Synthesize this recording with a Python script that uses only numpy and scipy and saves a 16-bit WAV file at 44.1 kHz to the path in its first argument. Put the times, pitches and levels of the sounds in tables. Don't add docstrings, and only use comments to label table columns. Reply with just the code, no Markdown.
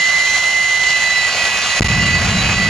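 import sys
import numpy as np
from scipy import signal
from scipy.fft import rfft, irfft, next_fast_len
from scipy.io import wavfile

SR = 44100
rng = np.random.default_rng(int(sys.argv[2]) if len(sys.argv) > 2 else 0)


def put_to_file(sound):
    columns = np.atleast_2d(sound).T
    safe = np.clip(columns, -1, 1)
    whole_steps = np.round(safe * 32767)
    wavfile.write(sys.argv[1], SR, whole_steps.astype(np.int16))


def gain_from_db(level_db):
    decades = np.asarray(level_db, float) / 20
    return 10 ** decades


N = 118629

# frequency in Hz, level in dB per Hz.
ROAR_SPECTRUM = [(20, -46), (50, -8), (207, -10), (300, -18.5), (736, -2.5), (920, -6), (1150, -4.5),
                 (1800, -3.5),
                 (2300, -3), (3200, -3), (3750, -6), (4300, -4.5), (5500, -9.5), (7000, -5),
                      (7700, -8.5), (8300, -13.5),
                 (9300, -26), (10500, -19), (11200, -23), (12200, -44), (13300, -26), (14000, -38),
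                     (14600, -47), (15300, -64)]
# time in seconds, speed in turns per second.
SHAFT_SPEED = [
    (0, 289.1),
    (.22, 289.4),
    (.55, 290.8),
    (.78, 289.3),
    (1.06, 286.2),
    (1.4, 280.6),
    (1.75, 282.2),
    (2.05, 283.9),
    (2.4, 281),
    (2.69, 283),
]
# time in seconds, blade tone in dB, its octave in dB, exhaust roar in dB.
SPOOL_LEVELS = [(0, -15, -33, -29.5), (.3, -16.5, -29, -29), (.7, -16, -37, -30.5), (1.03, -17, -30, -28.5),
                (1.18, -18, -26, -29), (1.29, -20, -33, -27), (1.35, -30, -38, -26), (1.4, -21, -38, -25),
                (1.64, -27, -35, -25), (1.78, -23, -32, -25.5), (1.9, -21, -35, -27),
                (2.17, -18, -34, -26.5), (2.28, -30, -35, -25), (2.4, -30, -26, -24.5),
                (2.52, -30, -34, -24.5), (2.6, -18, -33, -26), (2.69, -19, -33, -27)]
# shaft order, level at high spool in dB, level at low spool in dB.
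SHAFT_ORDERS = [(4, -47, -39.5), (6, -41.5, -45), (9, -53, -28), (10, -32.5, -31), (11, -31.5, -45),
                (15, -58, -46.5), (16, -48, -34.5), (18, -49.5, -37.5), (20, -29, -52), (21, -24.5, -48.5),
                (24, -36, -42)]
# time in seconds, centre in Hz, level in dB.
WHISTLE_GLIDE = [
    (1.56, 5550, -40),
    (1.6, 5880, -32),
    (1.65, 6300, -34),
    (1.73, 6600, -33),
    (1.9, 6830, -38),
    (2.04, 6870, -33),
    (2.18, 6580, -37),
    (2.3, 6500, -43),
    (2.42, 6680, -35),
    (2.69, 6950, -37),
]
# time in seconds, pressure in capsule rails.
BLAST_WAVE = [(1.782, 0), (1.7975, -.95), (1.7985, -1.9), (1.8078, -1.9), (1.8082, -.1), (1.8088, .55),
              (1.8099, 1.15), (1.8105, 2.5), (1.8180, 1.9), (1.823, -.75), (1.828, .4), (1.8338, 1.0),
              (1.835, 2), (1.839, 1.9), (1.8415, 1.1), (1.8450, 1.0), (1.8485, -.75), (1.855, .7),
              (1.861, -.3), (1.870, .6), (1.876, -.9), (1.877, -1.17), (1.882, -1.17), (1.885, -.3),
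              (1.896, .6), (1.902, -.7), (1.905, .3), (1.908, -.3), (1.911, .95), (1.917, -.6)]
# frequency in Hz, level in dB per Hz.
FLAME_SPECTRUM = [(20, -40), (36, -13), (53, -10.5), (90, -2.5), (118, -5), (200, -5), (264, -20),
                  (500, -25.5)]
# frequency in Hz, left minus right in dB.
PORT_DIFF = [(200, 0.5), (1500, .5), (2000, -5), (2500, -8), (3100, 6), (3600, 2), (4000, -7.5),
             (4650, -3),
             (5200, -6.5), (6000, -3), (6400, 11), (7300, -3), (8500, 5.5), (9500, 23), (10200, 5),
                  (10600, 0)]
# frequency in Hz, lead of left in radians.
PORT_LEAD = [(1500, 0.059), (2050, -0.68), (2750, 1.24), (3600, -1.4), (4500, 1.1), (5000, 1.37),
             (9300, 0.029), (10200, 0)]
# frequency in Hz, likeness from 0 to 1.
PORT_LIKENESS = [(200, 0.98), (1200, 0.93), (2400, 0.76), (3400, 1), (4700, 0.84), (6600, 0.51),
                 (9500, 0.94), (10600, .98)]
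# centre in Hz, width in Hz.
BODY_DIPS = [(7900, 750), (8740, 600), (8860, 440), (11600, 630), (11850, 670)]

ROAR_DB, GUST_DB, SWELL_DB = 6.5, .9, 1.0
HISS_FROM_HZ, HISS_FOLLOWS, HISS_SINKS_DB = 3000, 0.44, -2.5
BLADE_ORDER, HIGH_SPOOL_HZ, LOW_SPOOL_HZ = 7, 294.6, 283.6
SHAFT_JITTER = .0003
BLADE_FLICKER_DB, SLOW_FLICKER_DB, TONE_FLICKER_DB, PHASE_WANDER_RAD = .7, 1.6, 3.0, .7
WHISTLE_WIDTH_HZ = 35
LIGHT_OFF_S, FLAME_ON_S, FLAME_RISE_S = 1.8, 1.89, 0.027
FLAME_DB, FLARE_DB, FLARE_S = -17, 3, .1
RAIL, KNEE = 1.15, 14.0
LOW_CUT_HZ, TOP_CUT_HZ = 130, 15300


def in_time(rows):
    s, *columns = np.transpose(rows)
    return [np.interp(np.arange(N) / SR, s, column) for column in columns]


def at_hz(points, hz):
    point_hz, value = np.transpose(points)
    return np.interp(np.log(hz + 1), np.log(point_hz), value)


def rms_one(x):
    return x / np.sqrt(np.mean(x ** 2))


def drift(rate_hz):
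    r = np.exp(-2 * np.pi * rate_hz * 20 / SR)
    white = rng.standard_normal(N // 20 + 4002)
    slow = signal.lfilter([1], [1, -2 * r, r * r], white)[4000:]
    return np.interp(np.arange(N) / 20, np.arange(len(slow)), rms_one(slow - slow.mean()))


def lit(on_s):
    return np.clip((np.arange(N) / SR - on_s) / FLAME_RISE_S, 0, 1)


def jet_noise(spectrum, swing_db):
    size = next_fast_len(N)
    hz = np.arange(size // 2 + 1) * SR / size
    safe_hz = np.maximum(hz, 20)
    noise = rfft(rng.standard_normal((3, size))) * gain_from_db(at_hz(spectrum, hz)) * (hz > 20)
    noise /= np.sqrt(np.mean(irfft(noise[0], size) ** 2))
    alike = np.clip(at_hz(PORT_LIKENESS, hz), 0, 1)
    noise *= np.sqrt([alike, 1 - alike, 1 - alike])
    noise *= 1 + (LOW_CUT_HZ / safe_hz) ** 2
    out = np.zeros((3, N))
    place = 2 * np.log2(safe_hz / 20)
    for k in range(int(2 * np.log2(spectrum[-1][0] / 20)) + 2):
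        band = np.cos(np.pi / 2 * np.clip(place - k, -1, 1)) ** 2
        level_db = swing_db(20 * 2 ** (k / 2)) + SWELL_DB * drift(7)
        out += irfft(noise * band, size)[:, :N] * gain_from_db(level_db)
    return out


def roar(roar_db):
    mean_db = roar_db.mean()
    hiss_db = mean_db + HISS_FOLLOWS * (roar_db - mean_db) + HISS_SINKS_DB * lit(LIGHT_OFF_S)
    spectrum = ROAR_SPECTRUM
    return jet_noise(spectrum, lambda hz: ROAR_DB + (hiss_db if hz > HISS_FROM_HZ else roar_db))


def whine(shaft_hz, blade_db, octave_db):
    turn = 2 * np.pi * np.cumsum(shaft_hz * (1 + SHAFT_JITTER * drift(27.0))) / SR
    slow = np.clip((HIGH_SPOOL_HZ - shaft_hz) / (HIGH_SPOOL_HZ - LOW_SPOOL_HZ), 0, 1)
    flicker_db = BLADE_FLICKER_DB + SLOW_FLICKER_DB * slow
    out = gain_from_db(blade_db + flicker_db * drift(68.0)) * np.sin(BLADE_ORDER * turn)
    out += gain_from_db(octave_db + flicker_db * drift(45.0)) * np.sin(2 * BLADE_ORDER * turn)
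    for order, high_db, low_db in SHAFT_ORDERS:
        db = high_db + (low_db - high_db) * slow + TONE_FLICKER_DB * drift(6.3)
        phase = rng.uniform(0, 2 * np.pi) + PHASE_WANDER_RAD * drift(20.5)
        out += gain_from_db(db) * np.sin(round(order) * turn + phase)
    return np.sqrt(2) * out


def whistle():
    hz, db = in_time(WHISTLE_GLIDE)
    turn = 2 * np.pi * np.cumsum(hz) / SR
    on = np.arange(N) / SR > WHISTLE_GLIDE[0][0]
    in_phase = (1 + .5 * drift(WHISTLE_WIDTH_HZ)) * np.sin(turn)
    quadrature = .5 * drift(WHISTLE_WIDTH_HZ) * np.cos(turn)
    return on * gain_from_db(db) * (in_phase + quadrature)


def pressure_wave():
    rest = (BLAST_WAVE[-1][0] + .008, 0)
    return RAIL * in_time(BLAST_WAVE + [rest])[0]


def flame():
    since_s = np.maximum(np.arange(N) / SR - FLAME_ON_S, 0)
    flame_db = FLAME_DB + FLARE_DB * np.exp(-since_s / FLARE_S)
    return lit(FLAME_ON_S) * jet_noise(FLAME_SPECTRUM, lambda hz: flame_db)


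def ports(rows):
    size = next_fast_len(N + 4096)
    hz = np.arange(size // 2 + 1) * SR / size
    level = gain_from_db(at_hz(PORT_DIFF, hz) / 2)
    side = level * np.exp(.5j * at_hz(PORT_LEAD, hz))
    return irfft(rfft(rows[0] + rows[1:], size) * [side, 1 / side], size)[:, :N]


def scene():
    shaft_hz, = in_time(SHAFT_SPEED)
    blade_db, octave_db, roar_db = in_time(SPOOL_LEVELS)
    gust = gain_from_db(GUST_DB * (drift(25) + drift(110)))
    engine = roar(roar_db) * gust + flame()
    engine[0] += whine(shaft_hz, blade_db, octave_db) + whistle()
    return ports(engine) + pressure_wave()


def low_cut():
    r = np.exp(-2 * np.pi * LOW_CUT_HZ / SR)
    return [1, -2, 1], [1, -2 * r, r * r]


def band_limit(x):
    return signal.sosfilt(signal.butter(12, 15060, fs=SR, output="sos"), x)


def record(dry):
    x = dry / (1 + np.abs(dry / RAIL) ** (2 * KNEE)) ** (.5 / KNEE)
    for hz, width_hz in BODY_DIPS:
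        x = signal.lfilter(*signal.iirnotch(hz, hz / width_hz, fs=SR), x)
    x = signal.lfilter(*low_cut(), x)
    x = signal.sosfilt(signal.cheby2(8, 50, TOP_CUT_HZ, fs=SR, output="sos"), x)
    mix = np.clip(x, -1, 1)
    return band_limit(mix)


dry = scene()
out = record(dry)
put_to_file(out)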